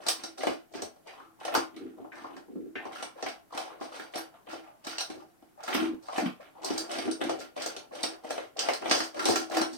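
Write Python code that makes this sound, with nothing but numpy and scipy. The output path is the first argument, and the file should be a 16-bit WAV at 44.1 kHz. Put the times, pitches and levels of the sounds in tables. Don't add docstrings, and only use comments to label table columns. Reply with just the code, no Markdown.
import sys
import numpy as np
from scipy import signal
from scipy.fft import rfft, irfft, next_fast_len
from scipy.io import wavfile
from scipy.ndimage import uniform_filter1d

SR = 44100
rng = np.random.default_rng(int(sys.argv[2]) if len(sys.argv) > 2 else 0)


def wrap_up_sound(samples):
    columns = np.atleast_2d(samples).T
    tamed = np.clip(columns, -1, 1)
    steps = np.round(tamed * 32767).astype(np.int16)
    wavfile.write(sys.argv[1], SR, steps)


N = 430857
TIME = np.arange(N) / SR
RESPONSE_SIZE = 16384

# start_s, length_s, bowl_push_db, tongue_db,
# mouth_cavity_hz, stirred_kibble_db, steel_skitter_db
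STROKE_TABLE = [(0.0, 0.075, -56, -46.5, 690, -51, -55.5), (0.061, .05, -52.5, -42, 760, -42, -43.5),
                (0.168, 0.12, -53, -55, 726, -52.5, -52), (0.377, .15, -42, -41.5, 653, -42, -44),
                (0.727, 0.097, -44, -42, 700, -45.5, -49.5), (1.06, 0.093, -65, -48, 676, -53, -62),
                (1.17, 0.071, -61, -50, 1080, -60.5, -75), (1.401, 0.18, -50, -44, 654, -47, -56.5),
                (1.524, 0.074, -42, -35, 856, -39, -46), (1.727, 0.17, -42, -62, 670, -59.5, -80),
                (1.98, 0.048, -41.5, -49, 696, -67, -92.5), (2.13, 0.15, -51, -46, 1000, -56.5, -59.5),
                (2.3, .1, -46, -54, 870, -60, -82), (2.483, 0.2, -40, -71, 540, -87.5, -94),
                (2.791, .11, -52, -42.5, 820, -53, -81), (2.915, .13, -51.5, -44.5, 810, -44.5, -51),
                (3.16, 0.18, -59, -46.5, 720, -52.5, -58.5), (3.515, 0.16, -56, -38, 750, -46, -48),
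                (3.701, .05, -59, -48, 674, -57, -78), (3.803, 0.066, -56, -40, 735, -49.5, -49.5),
                (3.917, .13, -57, -43, 690, -45.5, -50), (4.135, 0.069, -50, -38, 730, -39, -42.5),
                (4.332, 0.031, -81.5, -51.5, 727, -62, -84), (4.471, 0.099, -46.5, -44.5, 697, -45.5, -50),
                (4.63, 0.057, -75, -58.5, 734, -59, -73.5), (4.841, 0.16, -58, -46, 800, -44, -44.5),
                (5.091, 0.12, -46, -50.5, 744, -60.5, -59.5), (5.597, 0.21, -71, -48, 737, -47.5, -57.5),
                (5.678, 0.17, -39, -35, 875, -36, -44), (6.022, 0.2, -83, -56, 780, -61, -56.5),
                (6.129, 0.12, -51, -35.5, 715, -40.5, -46), (6.396, 0.061, -61, -51, 720, -51.5, -68.5),
                (6.551, 0.19, -59, -50, 774, -65, -80), (6.627, 0.22, -42.5, -39, 710, -44, -44),
                (6.894, 0.14, -40, -36, 645, -38, -45), (7.052, 0.032, -30, -36, 710, -38, -44.5),
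                (7.2, 0.14, -34, -33.5, 650, -43.5, -48), (7.392, 0.02, -41.5, -39, 670, -38.5, -42),
                (7.565, 0.14, -46.5, -44, 610, -41, -46), (7.744, 0.097, -66, -49.5, 670, -63, -71),
                (7.913, 0.22, -49, -42, 684, -47.5, -50), (8.238, 0.082, -47.5, -42, 710, -50.5, -51.5),
                (8.298, 0.14, -54, -45, 604, -47.5, -52), (8.571, 0.15, -46, -33.5, 690, -38, -39),
                (8.811, 0.14, -41, -44, 690, -45.5, -52), (8.877, 0.16, -43, -36, 700, -37, -33),
                (9.144, 0.19, -38.5, -36.5, 790, -42, -47), (9.234, 0.18, -36.5, -35.5, 690, -41, -34),
                (9.502, 0.079, -34, -31, 716, -36.5, -38), (9.554, 0.077, -35, -48, 750, -36, -41),
                (9.712, .05, -43.5, -49, 727, -56, -45.5)]
IDLE_PUSH_DB, IDLE_TONGUE_DB, IDLE_STIR_DB, IDLE_SKITTER_DB = -71.5, -68, -77.5, -87.5


def mouth(times, pop_db, tongue_db, scatter=0.18, gain_db=-15.0):
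    # point_hz, relative_level_db
    pop_colour = [(150, -32.5), (350, -10.5), (470, 2), (620, 3), (950, 0.5), (1300, 1), (1700, -7),
                  (3000, -63), (8000, -61)]
    licking = effort(tongue_db, IDLE_TONGUE_DB, crest_share=0.19, swell_db=-2, ease_db=6,
                     release_db_per_s=281)
    patter = licking * grains(per_s=150, spread_db=1.5, steady_s=.04)
    pops = np.zeros(N)
    for s, db in zip(times, pop_db):
        add(pops, s, from_db(db) * pop(cavity_hz(s), cycles=1.0))
    pitches_hz = cavity_hz(TIME) * np.exp(scatter * rng.standard_normal(N))
    for i in np.flatnonzero(patter):
        add(pops, i / SR, patter[i] * pop(pitches_hz[i], cycles=2.0))
    heard = radiate(pops, pop_colour, t60=0.24, early_s=0.0054, early_share=0.35, pan_db=2.5)
    return from_db(gain_db) * heard


def pop(pitch_hz, cycles):
    t = np.arange(SR // 50) / SR
    ring = np.sin(2 * np.pi * pitch_hz * t)
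    return unit_energy(ring * np.exp(-t * pitch_hz / cycles))


def cavity_hz(s):
    start, length, _, _, hz, _, _ = np.transpose(STROKE_TABLE)
    return np.interp(s, start + length / 2, hz)


def jaws(width_share=0.37):
    # start_s, level_db, pitch_hz, fade_s (to 1/e)
    squelch_table = [(1.074, -48.5, 2100, 0.04), (1.2, -54, 1300, 0.03), (1.54, -36.5, 12900, 0.02),
                     (1.548, -28, 1230, 0.031), (1.784, -43, 280, 0.12), (2.118, -47, 1810, 0.093),
                     (2.557, -44, 239, 0.046), (2.753, -36.5, 1800, 0.045), (2.754, -39.5, 2370, 0.042),
                     (4.176, -43, 10800, 0.025), (4.67, -50.5, 740, 0.072), (5.22, -43.5, 714, 0.013),
                     (5.575, -47.5, 720, 0.099), (5.74, -39.5, 12500, 0.02), (5.746, -33.5, 273, 0.16),
                     (6.084, -37.5, 930, .025), (6.18, -34, 2060, 0.034), (6.215, -26.5, 251, 0.031),
                     (6.257, -24, 210, 0.011), (9.569, -46, 13400, 0.019)]
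    t = np.arange(SR // 5) / SR
    out = np.zeros(N)
    for s, db, hz, fade_s in squelch_table:
        edges_hz = hz * np.exp([-width_share / 2, width_share / 2])
        cavity = signal.butter(2, edges_hz, "band", fs=SR, output="sos")
        fade = np.exp(-t / fade_s)
        rush = signal.sosfilt(cavity, rng.standard_normal(len(t)) * fade)
        add(out, s, from_db(db) * unit_energy(rush) * np.linalg.norm(fade))
    echoes = room(t60=0.25, early_s=0.0032, early_share=0.97)
    return signal.oaconvolve(out[None], echoes, axes=1)[:, :N]


def kibble(times, clack_db, stir_db):
    # point_hz, relative_level_db
    clack_colour = [(500, -32.5), (1000, -3.5), (1400, 7.5), (2000, 1.5), (3000, 1), (3900, -7),
                    (5200, -24), (9000, -16.5), (15500, -30.5)]
    stirring = effort(stir_db, IDLE_STIR_DB, crest_share=0.26, swell_db=8, ease_db=7.5,
                      release_db_per_s=378)
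    force = stirring * grains(per_s=220, spread_db=5.5, steady_s=.045)
    force += blows(times, clack_db, chatter_s=0.004, first_share=.55)
    return radiate(force, clack_colour, t60=0.24, early_s=0.011, early_share=0.34, pan_db=-1.5)


def steel(times, clink_db, skitter_db):
    # point_hz, relative_level_db
    clink_colour = [(1500, -30.5), (3000, -7), (3800, 0), (5100, 2), (5700, 3), (6300, -1.5), (7300, -6),
                    (8100, -2), (8900, -3.5), (10100, -18), (12500, -17), (15700, -23.5)]
    skittering = effort(skitter_db, IDLE_SKITTER_DB, crest_share=.3, swell_db=6, ease_db=10,
                        release_db_per_s=497)
    force = skittering * grains(per_s=300, spread_db=6, steady_s=0.083)
    force += blows(times, clink_db, chatter_s=0.0026, first_share=0.36)
    return radiate(force, clink_colour, t60=0.2, early_s=0.0065, early_share=0.23, pan_db=-0.9)


def bowl_thumps(times, thump_db, push_db):
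    # point_hz, relative_level_db
    thump_colour = [(30, -30.5), (60, -23.5), (100, -15), (150, -17), (215, -12), (320, -0.5), (430, -2),
                    (520, -14), (800, -33), (2000, -73)]
    push = effort(push_db, IDLE_PUSH_DB, crest_share=0.7, swell_db=6, ease_db=8.5,
                  release_db_per_s=260)
    force = push * grains(per_s=260, spread_db=0, steady_s=0.017)
    force += blows(times, thump_db, chatter_s=0.0092, first_share=0.96)
    return radiate(force, thump_colour, t60=0.24, early_s=0.0083, early_share=0.55, pan_db=0.55)


def effort(levels_db, idle_db, crest_share, swell_db, ease_db, release_db_per_s, attack_db_per_s=1500):
    gain = np.full(N, from_db(idle_db))
    lead_s, tail_s = .05, .3
    for (start, length, *_), db in zip(STROKE_TABLE, levels_db):
        crest_s = np.clip(crest_share, .05, .95) * length
        corners_s = [-lead_s, 0, crest_s, length, length + tail_s]
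        lead_db = -swell_db - attack_db_per_s * lead_s
        tail_db = -ease_db - release_db_per_s * tail_s
        corners_db = [lead_db, -swell_db, 0, -ease_db, tail_db]
        t = TIME[(TIME > start - lead_s) & (TIME < start + length + tail_s)]
        add(gain, t[0], from_db(db + np.interp(t - start, corners_s, corners_db)))
    return gain


def grains(per_s, spread_db, steady_s):
    at = np.flatnonzero(rng.random(N) < per_s / SR)
    sign, size = rng.standard_normal((len(at), 2)).T
    clicks = np.zeros(N)
    clicks[at] = np.sign(sign) * from_db(spread_db * size)
    power = uniform_filter1d(clicks ** 2, int(steady_s * SR))
    return clicks / np.sqrt(np.maximum(power, 1e-9))


def blows(times, levels_db, chatter_s, first_share):
    t = np.arange(SR // 20) / SR
    share = np.clip(first_share, 0, 1)
    force = np.zeros(N)
    for s, db in zip(times, levels_db):
        rebounds = rng.standard_normal(len(t)) ** 3 * np.exp(-t / chatter_s)
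        burst = np.sqrt(1 - share) * unit_energy(rebounds)
        burst[0] = np.sqrt(share)
        add(force, s, from_db(db) * burst)
    return force


def radiate(force, colour, t60, early_s, early_share, pan_db, mode_spread_db=-0.5, own_paths=1.5,
            colour_spread_db=3.33, count=4):
    # centre_hz, width_hz, level_db over the broad response, before each spot's variation
    bowl_modes = [(274.5, 27, 11), (325.7, 11.6, 15), (446, 9.1, 3), (535, 7.7, 4), (671, 13, 1),
                  (754, 5.9, 6.5), (1063, 10, 6), (1195, 19, 6), (1361, 43, 6.5), (2270, 17, 4),
                  (3100, 26, -4.5), (4095, 25, 6), (4440, 35, 4), (4674, 27, 11), (6130, 88, 3.5),
                  (6560, 38, 1.5), (7350, 19, -2.5)]
    hz = np.fft.rfftfreq(RESPONSE_SIZE, 1 / SR)
    centre_hz, width_hz, mode_db = np.transpose(bowl_modes)
    resonances = 1 / (1 + 2j * (hz - centre_hz[:, None]) / width_hz[:, None])
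    shared = room(t60, early_s, early_share)
    stay = SR // 40
    spot = np.repeat(rng.integers(count, size=N // stay + 1), stay)[:N]
    out = np.zeros((2, N), np.float32)
    for k in range(count):
        varied_mode_db = mode_db + mode_spread_db * rng.standard_normal(len(bowl_modes))
        strengths = from_db(varied_mode_db) - 1
        modes = 1 + (strengths[:, None] * resonances).sum(axis=0)
        points_hz, colour_db = np.transpose(colour)
        varied_db = colour_db + colour_spread_db * rng.standard_normal(len(colour))
        tone = causal(gain_at(np.c_[points_hz, varied_db], hz))
        echoes = shared + own_paths * room(t60, early_s, early_share)
        response = unit_energy(irfft(rfft(echoes) * tone * modes))
        contacts = np.float32(force * (spot == k))
        out += signal.oaconvolve(contacts[None], np.float32(response), axes=1)[:, :N]
    return out * from_db([[pan_db / 2], [-pan_db / 2]])


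def room(t60, early_s, early_share, even_hz=24):
    t = np.arange(RESPONSE_SIZE) / SR
    early, late = rng.standard_normal((2, 2, RESPONSE_SIZE))
    share = np.clip(early_share, 0, 1)
    echoes = np.sqrt(share) * unit_energy(early * np.exp(-t / early_s))
    echoes += np.sqrt(1 - share) * unit_energy(late * from_db(-60 * t / t60))
    spectrum = rfft(echoes)
    power = uniform_filter1d(np.abs(spectrum) ** 2, int(2 * even_hz * RESPONSE_SIZE / SR))
    evened = irfft(spectrum / np.sqrt(power))
    return unit_energy(evened * (t < t[-1] * .85))


def causal(gain):
    cepstrum = irfft(np.log(gain))
    cepstrum[1:RESPONSE_SIZE // 2] *= 2
    cepstrum[RESPONSE_SIZE // 2 + 1:] = 0
    return np.exp(rfft(cepstrum))


def air():
    # point_hz, relative_level_db
    air_colour = [(20, -2.5), (120, 5), (300, 6.5), (700, -11), (1500, -3.5), (3000, -15.5), (14000, -12),
                  (16000, -17)]
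    level_db = -67
    size = next_fast_len(N)
    white = rfft(rng.standard_normal((2, size)))
    gain = gain_at(air_colour, np.fft.rfftfreq(size, 1 / SR))
    noise = irfft(white * gain, size)[:, :N]
    return from_db(level_db) * noise / noise.std()


def gain_at(spectrum, hz):
    points_hz, level_db = np.transpose(spectrum)
    return from_db(np.interp(np.log(hz + 1), np.log(points_hz), level_db))


def add(track, s, sound):
    start = max(int(s * SR), 0)
    track[start:start + len(sound)] += sound[:max(N - start, 0)]


def unit_energy(x):
    return x / np.sqrt(np.sum(x ** 2, axis=-1, keepdims=True) + 1e-20)


def from_db(db):
    return np.exp(np.asarray(db) * (np.log(10) / 20))


def scene():
    # start_s, bowl_thump_db, mouth_pop_db,
    # kibble_clack_db, steel_clink_db
    bite_table = [(0.065, -15, -1.5, -9, -5.5), (0.084, -22, 0, -3.5, 10), (0.236, -22, -10.5, -16.5, -8.5),
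                  (0.433, -21, 4.5, -10, -15), (0.469, 2.5, 8, -2.5, -13), (0.75, -5.5, -17.5, -32, -24),
                  (0.82, -7, -5, -16.5, -10), (0.96, -43, -24.5, -52, -40.5), (1.071, -46, -19, -30, -24),
                  (1.45, -29, -2.5, -11, -8.5), (1.479, -30, 2, -11.5, -22), (1.54, -18, 0.5, -5.5, -19),
                  (1.549, -3, 12, -3, 1), (1.575, -1, -2, -13, -10), (1.763, -12, -25.5, -22, -26.5),
                  (2.045, -16, -11.5, -36.5, -57.5), (2.243, -17, -5, -35, -46),
                  (2.365, -34, -15, -20.5, -26.5), (2.556, -5.5, -20, -38.5, -52),
                  (2.754, -9.5, -11.5, -28, -53.5), (2.853, -11, -5, -43, -27),
                  (3.025, -16.5, -4, -10, -10), (3.225, -8.5, -2.5, -11, -9), (3.262, -11, -2.5, -6.5, -20),
                  (3.285, -38, -19, -15, -14), (3.547, -15, -13, -32, -20), (3.575, -24, -2, -7, -10),
                  (3.81, -10, -5, -19, -29), (3.996, -14.5, -19, -12.5, -27), (4.156, -9, -5, -17, -10),
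                  (4.531, -17, -5.5, -25, -31), (4.868, -11.5, -12, -13, -8), (4.982, -38, -8, -15, -2),
                  (5.006, -31, -7.5, -8.5, -2.5), (5.1, -9, -13.5, -20, -19), (5.424, -25, -25, -38, -46),
                  (5.634, -52, -13, -38.5, -16), (5.678, -40, -8, -6.5, -14.5), (5.747, 2.5, -1, -2, -6.5),
                  (5.823, 4, -22, -25, -38), (5.878, -2.5, -26, -30, -31), (5.933, -7.5, -44, -49, -55),
                  (6.084, -45, -4.5, -19.5, -29), (6.179, -1, 6, -13, -11.5), (6.258, -15, -10, -7, -22),
                  (6.645, -21, -29, -39, -4), (6.704, 3.5, -11, -17, -17), (6.778, -13, -6, -14, -1),
                  (6.914, -15, -15, -12, -9.5), (6.984, -6, -4, -9.5, -10), (7.078, 4, -16, -24, -28),
                  (7.112, -15, -27, -18, -8.5), (7.213, -2, -1, -4.5, -20), (7.294, -18, 5, -7.5, -9.5),
                  (7.563, -18, -3.5, -20, -34), (7.575, -18, -4, -15, -29), (7.62, -31, -10, -25, -6),
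                  (7.66, -36, 0.5, -15, -5.5), (7.764, -16, -12, -16, -13.5), (8.031, -21, -21, -23, -0.5),
                  (8.035, -8, 1.5, -3.5, -4), (8.244, -20, -9, -19.5, -33), (8.305, -22, 0.5, -9.5, -9),
                  (8.379, -29, 1.5, -13, -25), (8.591, -29, -14, -16, 2.5), (8.686, -7.5, 10.5, -0.5, -8.5),
                  (8.734, -40, -25, -9.5, -4), (8.822, -13, -3, -12.5, -34), (8.857, -13, 4, -8.5, -26),
                  (8.911, -1.5, 5, 4.5, 8), (8.95, -4, 5.5, -10.5, -1), (9.003, -6.5, -1.5, -6, -4.5),
                  (9.193, -24, -7, -2.5, -12), (9.254, -1, 1, -3.5, 3), (9.285, 4.5, 8, -10, 0),
                  (9.302, -1, -8, -10, -2.5), (9.357, -19, -5, -1, 2), (9.568, -1.5, 7.5, -2, -6),
                  (9.614, -3, 2.5, -1, -2.5)]
    times, thump_db, pop_db, clack_db, clink_db = np.transpose(bite_table)
    _, _, push_db, tongue_db, _, stir_db, skitter_db = np.transpose(STROKE_TABLE)
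    dog = mouth(times, pop_db, tongue_db) + jaws()
    food = kibble(times, clack_db, stir_db) + steel(times, clink_db, skitter_db)
    return dog + food + bowl_thumps(times, thump_db, push_db) + air()


def record(dry):
    cutoff_hz, ripple_db, rejection_db = 15900, .1, 80
    low_pass = signal.ellip(12, ripple_db, rejection_db, cutoff_hz, fs=SR, output="sos")
    return signal.sosfilt(low_pass, dry)


dry = scene()
out = record(dry)
wrap_up_sound(out)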